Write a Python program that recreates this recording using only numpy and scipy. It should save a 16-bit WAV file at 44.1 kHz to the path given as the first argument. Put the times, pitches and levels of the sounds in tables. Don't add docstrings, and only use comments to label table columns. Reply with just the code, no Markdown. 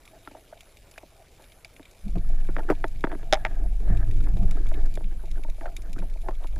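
import sys
import numpy as np
from scipy import signal
from scipy.fft import rfft, irfft, next_fast_len
from scipy.io import wavfile
from scipy.ndimage import uniform_filter1d, map_coordinates

SR = 44100
rng = np.random.default_rng(int(sys.argv[2]) if len(sys.argv) > 2 else 0)


def pcm_store(signal):
    levels = np.round(np.clip(np.atleast_2d(signal), -1, 1) * 32767)
    wavfile.write(sys.argv[1], SR, levels.astype(np.int16).T)


def level_to_linear(level):
    exponent = np.asarray(level, float) / 20
    return 10 ** exponent


N = 290619


def unit(x):
    return x / np.sqrt(np.mean(x ** 2) + 1e-20)


def curves(rows):
    s, *cols = np.transpose(rows)
    return [np.interp(np.arange(N) / SR, s, c) for c in cols]


def wobble(rate_hz):
    at = np.arange(0, N + 16, 16)
    knots = rng.standard_normal(int(N * rate_hz / SR) + 4)
    return np.interp(np.arange(N), at, map_coordinates(knots, [at * rate_hz / SR]))


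def filtered(x, response):
    m = next_fast_len(N + SR // 2)
    return irfft(rfft(x, m) * response(np.fft.rfftfreq(m, 1 / SR)), m)[..., :N]


def dulled(x, top_hz):
    return signal.sosfilt(signal.butter(4, top_hz, fs=SR, output="sos"), x)


def coloured(spectrum):
    hz, db = np.transpose(spectrum)
    noise = rng.standard_normal(N)
    return unit(filtered(noise, lambda f: level_to_linear(np.interp(np.log(f + 1), np.log(hz + 1), db))))


def ringing(x, modes):
    def response(f):
        total = 0
        for k, (hz, width_hz, db) in enumerate(modes):
            total = total + (-1) ** k * level_to_linear(db) * 1j * f * width_hz / (hz * hz - f * f + 1j * f * width_hz)
        return total * SR / (2 * np.pi * sum(width_hz * level_to_linear(db) for _, width_hz, db in modes))
    return filtered(x, response)


def tone(hz):
    return np.sqrt(2) * np.sin(2 * np.pi * np.cumsum(hz * np.ones(N)) / SR)


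def gate(spans, gains, soft_s):
    x = np.zeros(N + SR)
    for (start, end), gain in zip(spans, gains):
        x[round(start * SR):round(end * SR)] += gain
    return uniform_filter1d(x, int(soft_s * SR) + 1)[:N]


def swells(s, db, t60_s, rise_db_per_s):
    at = np.arange(0, N + 64, 64)
    t = at / SR - np.array(s)[:, None]
    slope = np.where(t < 0, rise_db_per_s, -60 / np.clip(t60_s, .05, 9)[:, None])
    gain = np.sqrt(np.sum(level_to_linear(2 * (db[:, None] + slope * t)), 0))
    return np.interp(np.arange(N), at, gain)


def blows(times, levels_db, t60s, scrape_db):
    x, t = np.zeros(N + SR), np.arange(SR // 5) / SR
    for s, db, t60 in zip(times, levels_db, t60s):
        grit = rng.standard_normal(len(t)) * rng.exponential(size=len(t))
        burst = level_to_linear(scrape_db - 60 * t / np.clip(t60, .004, .3)) * grit
        burst[0] = 1
        x[round(s * SR):][:len(t)] += level_to_linear(db) * burst
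    return x[:N]


# time in seconds, pressure in dB.
GRIP_PRESSURE = [(0, -9), (.27, -2.5), (1, -16.5), (1.87, -13.5), (2.4, 7), (3.1, -2), (3.28, 4.5),
                 (3.78, -0.5), (4.09, 5.5), (4.4, 6.5), (4.68, 6), (5.17, -4), (5.73, -8.5), (6.59, -17)]
# level in dB at middle pressure, growth in dB per dB of pressure.
RESTING_GRIT = [
    (-56, 1.4),
    (-56.5, 1.22),
    (-64, 1.38),
]


def resting():
    press_db, = curves(GRIP_PRESSURE)
    return [db + grows * press_db for db, grows in RESTING_GRIT]


# pitch in Hz, level in dB rms.
WHINE = [(11130, -82)]
WRITES = [.05, .23, .38, .65, .92, 1.4, 1.47, 1.54, 1.73, 1.99, 2.21, 2.41, 2.58, 2.81, 3.12, 3.36, 3.63,
          3.84, 4.05, 4.22, 4.44, 4.69, 4.95, 5.17, 5.36, 5.56, 5.75, 6.01, 6.21, 6.42]


def electronics():
    write_s = 0.074
    hiss = coloured([(8000, -61), (9600, 7.5), (10600, 5.0), (12000, 4), (13500, -34)])
    writing = gate([(s, s + write_s) for s in WRITES], np.ones(len(WRITES)), soft_s=0.0073)
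    return level_to_linear(-68.5) * writing * hiss + sum(level_to_linear(db) * tone(hz) for hz, db in WHINE)


# frequency in Hz, density in dB per Hz.
WASH = [(15, -8), (45, 2), (90, -2.5), (200, -13), (620, -10.5), (1000, -20.5), (1600, -22.5),
        (2360, -26.5), (2900, -24), (7100, -31), (10600, -28.5), (15500, -36.5)]


def water():
    hz, _, z = signal.stft(coloured(WASH), SR, nperseg=512)
    patches = uniform_filter1d(rng.standard_normal(z.shape), 8, 0)
    patches = unit(uniform_filter1d(patches, 6, 1))
    depth_db = np.interp(hz, [100, 1000, 11000, 14000], [1.2, 3.54, 1.8, 3.4])[:, None]
    wash = signal.istft(z * level_to_linear(depth_db * patches), nperseg=512)[1][:N]
    return level_to_linear(-56.5) * unit(wash)


# frequency in Hz, width in Hz, level in dB.
SNAP_LOW = [(2320, 270, 2), (3780, 343, -3.5)]
SNAP_TOP = [(4560, 1230, 1), (7190, 930, 2.5), (10430, 1000, -0.5), (13600, 2100, -10.5)]
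# start in seconds, peak in dB.
FAR = [(.02, -57), (0.077, -45), (0.2494, -47), (1.52, -42), (1.647, -34.5), (1.764, -45.5), (1.854, -42.5),
       (2.1826, -44.5), (2.4102, -46), (2.47, -46.5), (2.6327, -48.5), (2.751, -45), (2.959, -49),
       (3.972, -39.5), (4.6665, -40), (4.74, -36), (5.042, -46), (5.436, -39), (6.352, -45.5), (6.438, -44),
       (0.574, -49), (.825, -62), (.94, -50), (1.441, -46), (1.5, -51), (1.73, -56), (1.829, -46),
       (1.895, -54), (2.3, -53), (4.369, -42), (4.8, -49), (4.815, -50), (5.282, -54), (5.633, -52),
       (5.895, -56), (6.0, -45), (6.526, -52)]
NEAR = [(0.0533, -44.5), (0.607, -40.5), (0.77, -45.5), (0.978, -39), (2.081, -48), (3.0074, -44.5),
        (4.111, -42.5), (4.204, -44.5), (4.239, -44.5), (4.43, -48), (4.51, -36), (4.5615, -51.5),
        (4.9533, -37.5), (5.256, -47.5), (5.313, -40), (5.499, -43.5), (5.7655, -32.5), (5.93, -38),
        (5.988, -39.5), (6.098, -49), (6.138, -49), (6.216, -48.5), (6.4708, -43)]
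SMALL = [(0.912, -48.5), (1.9118, -54), (2.7, -58), (2.88, -50.5), (3.04, -52), (3.313, -67), (4.688, -51),
         (4.856, -52), (4.94, -51), (5.82, -50), (1.422, -55.5), (2.054, -62), (2.105, -60), (2.29, -57),
         (3.3, -72), (4.862, -52.5), (6.558, -55), (6.58, -56.5), (4.53, -59)]


def shrimp():
    s, db = np.transpose(FAR + NEAR + SMALL)
    top_db = np.repeat([-19, -12, -3.5], [len(FAR), len(NEAR), len(SMALL)])
    life_s = np.full(len(s), .03)
    snaps_per_s = 260 * (1 + gate([(4.4, 4.95)], [.6], soft_s=.05))
    crackle = (rng.random(N) < snaps_per_s / SR) * level_to_linear(-56 + 4.4 * np.tanh(rng.standard_normal(N)))
    crackle = crackle * (1 + level_to_linear(resting()[2] + 51.5))
    low = blows(s, db, life_s, scrape_db=-15.5) + crackle
    top = blows(s, db + top_db + 8.0, 1.03 * life_s, scrape_db=-5.5) + 2.33 * crackle
    return ringing(low, SNAP_LOW) + ringing(top, SNAP_TOP)


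# frequency in Hz, width in Hz, level in dB.
BARREL_MODES = [(169, 90, -4), (282.7, 51, 5), (381.4, 121.4, 2)]
RUBBED_WALLS = [(660, 42, 0), (810, 130, -10)]
RUBBED_CLAMP = [(950, 200, -15), (1250, 90, -6), (1520, 110, -4), (1710, 150, 0), (2150, 400, -22)]
# start in seconds, length in seconds, low dB, dull dB.
WOOD_SLIDES = [(0.105, 0.082, -57.5, -51.5), (0.338, 0.054, -57, -48), (0.537, 0.038, -57, -56),
               (0.616, 0.025, -77, -56), (1.116, 0.12, -79, -55.5), (1.383, .06, -66, -57),
               (2.298, 0.056, -46.5, -55), (5.233, 0.024, -49, -60), (5.71, 0.041, -56, -55),
               (2.058, 0.044, -48.5, -54), (2.163, 0.036, -37.5, -68), (3.599, 0.066, -46, -51),
               (3.8, 0.14, -47, -58), (4.257, 0.057, -43.5, -52), (4.365, 0.088, -53, -50),
               (5.618, 0.087, -51, -43), (5.981, 0.091, -47, -55), (6.24, 0.052, -49, -41),
               (6.293, 0.037, -50, -46), (6.403, 0.036, -62, -43)]
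CLAMP_SLIDES = [(2.589, 0.021, -42, -43), (2.688, 0.039, -28.5, -37), (3.096, 0.05, -42, -43.5),
                (3.196, 0.029, -69, -60), (3.373, 0.067, -56, -53), (3.471, 0.136, -58, -57),
                (3.858, 0.15, -63, -51.5), (3.996, 0.043, -72, -44.5), (4.559, 0.057, -40, -58.5),
                (4.742, 0.13, -43, -55), (5.111, 0.022, -50, -60), (5.353, 0.048, -49, -63),
                (4.486, 0.019, -41.5, -73), (5.782, 0.016, -48, -58), (5.834, 0.066, -50.5, -57.5),
                (6.563, .008, -58, -51)]


def glove():
    s, length_s, low_db, dull_db = np.transpose(WOOD_SLIDES + CLAMP_SLIDES)
    spans = np.transpose([s, s + length_s])
    bright_db = dull_db + np.repeat([-22, -1.3], [len(WOOD_SLIDES), len(CLAMP_SLIDES)])
    slides_db = [low_db, dull_db, bright_db]
    total = np.zeros(N)
    for rest_db, slide_db, modes in zip(resting(), slides_db, [BARREL_MODES[1:], RUBBED_WALLS, RUBBED_CLAMP]):
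        level = level_to_linear(rest_db - 9.5 + 6.3 * np.tanh(wobble(14)))
        level = level + gate(spans, level_to_linear(slide_db - 3.5), soft_s=0.013)
        clumps = level_to_linear(3.06 * wobble(35) + 2.6 * wobble(140))
        total += level * unit(ringing(clumps * rng.standard_normal(N), modes))
    return dulled(total, top_hz=2360)


# start in seconds, peak
# in dB, pitch in Hz.
TAPS = [(0.277, -35, 1350), (.318, -47, 2450), (.533, -44.5, 1510), (.96, -47, 1650), (0.982, -33, 2450),
        (1.647, -32.5, 4770), (1.648, -34, 9600), (2.157, -44, 2530), (2.156, -31, 680), (2.692, -29, 870),
        (6.286, -25, 1064), (2.245, -47, 1260), (2.451, -50, 1600), (2.498, -40, 1420), (2.592, -37, 1800),
        (2.593, -27.5, 878), (2.604, -35, 1410), (2.69, -24, 1390), (2.724, -31, 925), (2.729, -43, 1600),
        (2.85, -43, 1760), (3.071, -43, 1800), (3.1, -44, 1500), (4.076, -49, 1250), (4.11, -46, 1930),
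        (4.206, -42, 1400), (4.317, -58, 960), (4.429, -46, 1200), (4.515, -42, 1340), (4.57, -41, 1300),
        (4.585, -43, 1630), (4.861, -49, 1300), (5.112, -53, 1580), (5.195, -50, 1500), (5.205, -55, 1600),
        (5.277, -46.5, 679), (5.358, -46, 1620), (5.378, -42, 1510), (5.37, -44, 670), (5.619, -42, 1610),
        (5.64, -52, 1500), (5.646, -54, 1600), (5.657, -29.5, 1540), (5.664, -36, 1760), (5.678, -39, 1350),
        (5.717, -51, 2400), (5.86, -49, 1500), (5.875, -56, 1600), (5.961, -43, 1320), (5.969, -49, 1480),
        (5.9825, -36.5, 1540), (6.019, -45, 1500), (6.173, -48, 2200), (6.33, -51, 1190), (6.416, -52, 930),
        (6.455, -46, 1300), (6.562, -39.5, 1630)]
# start in
# seconds, peak in dB, pitch in Hz.
LUMPS = [(2.17, -41, 534), (2.186, -43, 305), (2.7014, -16, 384), (3.878, -32, 613), (5.612, -35, 705),
         (5.642, -40, 724), (5.659, -29, 690), (5.663, -33, 780), (5.986, -51, 690), (5.994, -45, 700),
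         (6.039, -37, 660), (6.256, -44, 673), (6.293, -33, 750), (3.328, -23, 403), (3.3281, -22, 510),
         (2.717, -28, 298), (6.577, -47, 600), (.35, -37, 645), (.37, -47, 700), (3.4519, -19.5, 760),
         (2.845, -31, 904), (3.042, -24, 870), (6.428, -37, 640), (6.4445, -35.5, 976), (6.456, -42, 900)]


def taps():
    x, t = np.zeros(N + SR), np.arange(SR // 20) / SR
    for rows, cycles_to_60db in [(TAPS, 34.3), (LUMPS, 19.5)]:
        for s, db, hz in rows:
            rough = 1 + 0.28 * unit(uniform_filter1d(rng.standard_normal(len(t)), size=30))
            level = level_to_linear(db - 60 * t * hz / cycles_to_60db) * (1 - np.exp(-t / 0.0003))
            x[round(s * SR):][:len(t)] += level * rough * np.sin(2 * np.pi * hz * t)
    return x[:N]


# frequency in Hz, width in Hz, level in dB.
DAMPED_WALLS = [(522, 107, -5), (640, 70, 4.5), (904, 62, -1.5)]
PORT = [(2920, 450, 0), (3450, 330, 8), (5050, 420, -4)]
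# click in Hz, lens port crack in dB for a middling click.
FITTINGS = [
    (1050, -63),
    (1400, -54),
    (2200, -67),
]
# start in seconds, peak in dB, thud in dB, click in dB.
ON_WOOD = [(0.348, -36, -12, -13), (1.03, -41.5, -9, -19), (2.154, -46, 3, -35), (2.708, -24, -9, 3.5),
           (2.85, -45, -6, -16), (3.07, -28, -3.5, -6), (3.15, -48.5, 13.5, 10), (4.271, -44, 1, 5.5),
           (4.368, -49.5, 12, -4), (4.659, -47, 2, 4), (4.715, -33, -8, -5), (4.772, -47, 12.5, -27.5),
           (5.236, -43, 0, -36), (5.447, -37.5, -6.5, -9), (6.023, -34.5, -4, -10),
           (6.285, -24.5, -6, -1.5), (6.293, -44, -25, -25), (6.309, -39, -4, -2), (6.444, -38, -5, -5)]
ON_CLAMP = [(0.274, -43, -1, 11.5), (0.525, -37, -23, -13), (2.488, -37.5, 7.5, -23), (2.565, -28.5, 1, 6),
            (2.583, -27, -8, -7), (2.589, -32, -2, -8), (2.7, -22, 6.5, 3), (2.716, -29.5, -2, -3),
            (2.841, -23, -2, 6), (3.0396, -25, 3, 8), (3.048, -29, -21, 2.5), (3.116, -35, -4, 3.5),
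            (3.126, -36, -18, -1), (3.229, -44.5, -0.5, 0.5), (3.901, -46.5, 14, -16),
            (4.973, -31.5, -7.5, -5), (5.39, -54.5, 11, -13), (5.58, -43, -16, -12), (5.656, -29, -31, -13),
            (5.624, -44, -18, -19), (5.643, -39, -24, -20), (5.668, -32.5, -8, -18), (5.69, -40.5, -9, -8),
            (5.964, -52.5, 16, -7), (5.985, -51, 8, -8), (6.562, -41, -4, -10)]
ON_SWIVEL = [
    (.311, -44.5, -0.5, -10),
    (.368, -47, -27, -1),
    (0.978, -38, -21, 5),
    (1.396, -43.5, -11, -9),
    (1.652, -43.5, -20, -6),
    (1.795, -44.5, -0.5, 0),
    (5.007, -41.5, 1, -18),
    (5.484, -40, -8, -9),
    (5.61, -33, -10, -2),
    (6.157, -41.5, -10, -21),
]


def knocks():
    s, db, thud_db, click_db = np.transpose(ON_WOOD + ON_CLAMP + ON_SWIVEL)
    part = np.repeat([0, 1, 2], [len(ON_WOOD), len(ON_CLAMP), len(ON_SWIVEL)])
    middling_db, crack_follows = -38, 0.64
    crack_db = np.transpose(FITTINGS)[1][part] + crack_follows * (db + click_db - middling_db)
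    s, life_s = s + .0006, np.full(len(s), .035)
    body = ringing(blows(s, db + 2.5, life_s, scrape_db=-20.5), DAMPED_WALLS)
    body += ringing(blows(s, db + thud_db + 10.5, life_s, scrape_db=-23.5), BARREL_MODES)
    for k, (hz, _) in enumerate(FITTINGS):
        pushes = blows(s[part == k], (db + click_db)[part == k] + 29.0, 0.7 * life_s, scrape_db=-31)
        body += signal.lfilter(*signal.iirpeak(hz, 1.3, fs=SR), pushes)
    port = ringing(blows(s, crack_db + 4.0, 0.61 * life_s, scrape_db=-13), PORT)
    spread_s, spread_hz = .0005, 2000
    body = filtered(body, lambda f: np.exp(-2j * np.pi * spread_s * (2 * np.sqrt(spread_hz * f) - f)))
    return dulled(dulled(body, top_hz=2350), top_hz=2300) + dulled(port, top_hz=7150)


# frequency in Hz, t60 in seconds, level in dB.
FREE_WALLS = [(628, .09, 1.5), (772, .052, 2.5)]
# start in seconds, level in dB per wall.
HARD_BLOWS = [
    (3.3258, -9),
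    (3.3345, -22),
]


def walls():
    x, t = np.zeros(N), np.arange(SR // 5) / SR
    rise = 1 - np.exp(-t / .003)
    for s, db in HARD_BLOWS:
        for hz, t60_s, own_db in FREE_WALLS:
            ring = level_to_linear(db + own_db - 60 * t / t60_s) * np.cos(2 * np.pi * hz * t)
            x[round(s * SR):][:len(t)] += rise * ring
    return dulled(x, top_hz=5000)


# frequency in Hz, width in Hz, level in dB.
STRUCK_WALLS = [(600, 37, 5), (850, 100, 0)]
STRUCK_CLAMP = [(1320, 320, 2.5), (1880, 420, 3.5), (2190, 320, 4)]
STRUCK_PORT = [(3550, 550, 4.5), (5160, 280, 3.5), (6300, 1950, -7), (7720, 240, -9), (9600, 610, -3.5),
               (3000, 380, -2.5)]
# start in seconds, peak in dB, click in dB, crack in dB, scrape t60 in seconds.
BOUNCES = [(3.325, -5.5, -5.5, -3.5, 0.02), (3.333, -12.5, -2, 1.5, 0.02), (3.341, -21, 0, 3, 0.025),
           (3.348, -22.5, -12, -9, 0.019), (3.353, -25.5, -6, -11, 0.022), (3.359, -35, -3, -28, 0.034),
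           (3.37, -34.5, -5, -27, .03), (3.449, -18.5, -1, -10.5, 0.013), (3.4575, -25, -4, -22, 0.02),
           (3.4618, -26, -3, -22, .02), (3.466, -27.5, -4, -18, 0.024)]


def rattle():
    s, db, click_db, crack_db, t60_s = np.transpose(BOUNCES)
    s = s + 0.001172
    low = ringing(blows(s[3:7], db[3:7] - 3.5, t60_s[3:7], scrape_db=-16), STRUCK_WALLS)
    low += ringing(blows(s[7:], db[7:] - 1, t60_s[7:], scrape_db=-24), DAMPED_WALLS[1:])
    low += ringing(blows(s, db - 12.5, t60_s, scrape_db=-22), BARREL_MODES)
    low += ringing(blows(s, db + click_db + 14.5, 0.5 * t60_s, scrape_db=-23.0), STRUCK_CLAMP)
    port = ringing(blows(s, db + crack_db + 12.5, 0.27 * t60_s, scrape_db=-19.0), STRUCK_PORT)
    spike = dulled(blows(s, db + click_db + 6, 0.2 * t60_s, scrape_db=-22), top_hz=3900)
    return dulled(low, top_hz=2800) - spike + dulled(port, top_hz=7350) + level_to_linear(-18.5) * port


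# frequency in Hz, density in dB per Hz.
FLOW = [(26, -53), (45, 2.5), (57, -11.5), (87, -12.5), (226, -28), (293, -30.5), (500, -42), (650, -58),
        (1100, -120)]
# peak in seconds, level in dB, t60 in seconds.
HEAVES = [(2.15, -27, 0.36), (2.302, -15.5, 2.1), (2.6, -29.5, 8.7), (3.098, -31, 0.38),
          (3.35, -25.5, 0.41), (3.58, -21.5, 1.6), (3.89, -16.5, 2.2), (4.16, -16, 1.7), (4.46, -14.5, 1.5),
          (4.708, -14.5, 0.2), (4.85, -12.5, 0.34), (5.079, -20, 0.43), (5.36, -21, 0.33),
          (5.509, -19, 0.07), (5.68, -26.5, 0.13), (5.92, -27.5, 2.2), (6.03, -26.5, 1), (6.34, -27, 8.7)]
JERKS = [(2.15, -20, 0.56), (2.3, -29, 0.88), (2.54, -30, 0.17), (2.85, -31, 0.78), (3.58, -21.5, 6.2),
         (3.77, -23, 4.5), (4.1, -47, 0.88), (4.29, -23.5, 2.2), (4.41, -22, 0.21), (4.63, -21.5, 0.44),
         (4.78, -30, 0.35), (5.08, -28.5, 0.53), (5.36, -30, 0.19), (5.51, -46, 0.26), (6.03, -26, 3.7),
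         (6.58, -28, 1.1)]
# peak in seconds, first mode dB, second mode dB, first t60 in seconds.
BUMPS = [(2.071, -50, -30.5, 0.18), (2.165, -30, -26.5, 0.19), (2.5, -40.5, -36, 0.46),
         (2.72, -44.5, -55.5, 0.91), (3.221, -43.5, -59, .3), (3.41, -41, -48, 0.32), (3.62, -77, -62, .3),
         (3.82, -67, -43.5, 0.33), (3.909, -25.5, -28.5, 0.95), (3.99, -33, -62, 0.58),
         (4.07, -29.5, -60, 0.51), (4.23, -36, -56, 0.55), (4.3, -50, -51, .5), (4.346, -28.5, -29, 0.29),
         (4.39, -28, -46, 0.28), (4.429, -33, -25.5, 0.18), (4.51, -47, -40, 0.16), (4.67, -38, -71, 0.34),
         (4.77, -39, -47, 0.51), (4.95, -71, -46, 0.26), (5.05, -62, -44, .3), (5.9, -48.5, -43.5, 0.48),
         (6.012, -64, -38, 0.24), (6.58, -66, -44, .3)]
TREMOR_DB = (-36.5, -38, -60, -57, -53.5)


def barrel():
    grip_s, close_s = 2.02, 0.029
    held = np.clip((np.arange(N) / SR - grip_s) / close_s, 0, 1)
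    tremor = level_to_linear(TREMOR_DB)
    press = level_to_linear(0.6 * curves(GRIP_PRESSURE)[0])
    swaying = held * (swells(*np.transpose(HEAVES), rise_db_per_s=123) + tremor[0]) + level_to_linear(-61.5)
    shaking = held * (swells(*np.transpose(JERKS), rise_db_per_s=105) + tremor[1]) + level_to_linear(-56.5)
    s, first_db, second_db, t60_s = np.transpose(BUMPS)
    lower = swells(s, first_db, np.minimum(t60_s, 1), rise_db_per_s=920) + press * tremor[2]
    upper = swells(s, second_db, np.full(len(s), 0.1), rise_db_per_s=920) + press * tremor[3]
    sway = swaying * tone(17 * (1 + .09 * wobble(11)))
    shudder = shaking * level_to_linear(-5.0 + 1.54 * wobble(26)) * tone(35 * (1 + 0.153 * wobble(10)))
    flow = np.sqrt(shaking * (lower + press * tremor[4])) * level_to_linear(-7 + 4 * wobble(14)) * coloured(FLOW)
    first = lower * level_to_linear(-3.5 + .8 * wobble(8)) * tone(101.5 * (1 + 0.004 * wobble(8)))
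    second = upper * level_to_linear(-1.0 + 1.7 * wobble(30)) * tone(175 * (1 + 0.0722 * wobble(25)))
    return sway + shudder + held * (flow + first + second)


def scene():
    mono = water() + shrimp() + glove() + taps() + knocks() + walls() - rattle() + barrel()
    return np.array([mono, mono])


def band_limit(x):
    return signal.sosfilt(signal.butter(12, 16110, fs=SR, output="sos"), x)


# start in seconds, end in seconds.
APART_SPANS = [
    (2.3, 2.45),
    (3.88, 3.98),
    (4.07, 4.3),
    (4.19, 4.1),
    (4.43, 4.61),
    (4.67, 4.68),
    (4.81, 4.83),
]
# frequency in Hz, density in dB per Hz.
APART = [(12, -27), (20, 8.5), (147, -14), (357, -16), (2480, -30), (2770, -31.5), (15000, -46.5)]
TRACE = [(100, -38), (300, -4.5), (1500, -3), (4000, -2), (8000, -2.5), (15000, -9)]


def record(dry):
    top_hz = 15300
    apart = gate(APART_SPANS, np.ones(len(APART_SPANS)), soft_s=0.026)
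    coarse = level_to_linear(-49.5 + 0.26 * wobble(25.3)) * apart * coloured(APART)
    side = level_to_linear(-74.5) * coloured(TRACE) + coarse
    mix = dry + electronics() + side * [[1], [-1]]
    mix = filtered(mix, lambda f: 1 / (1 + (f / top_hz) ** 300))
    return band_limit(mix)


dry = scene()
out = record(dry)
pcm_store(out)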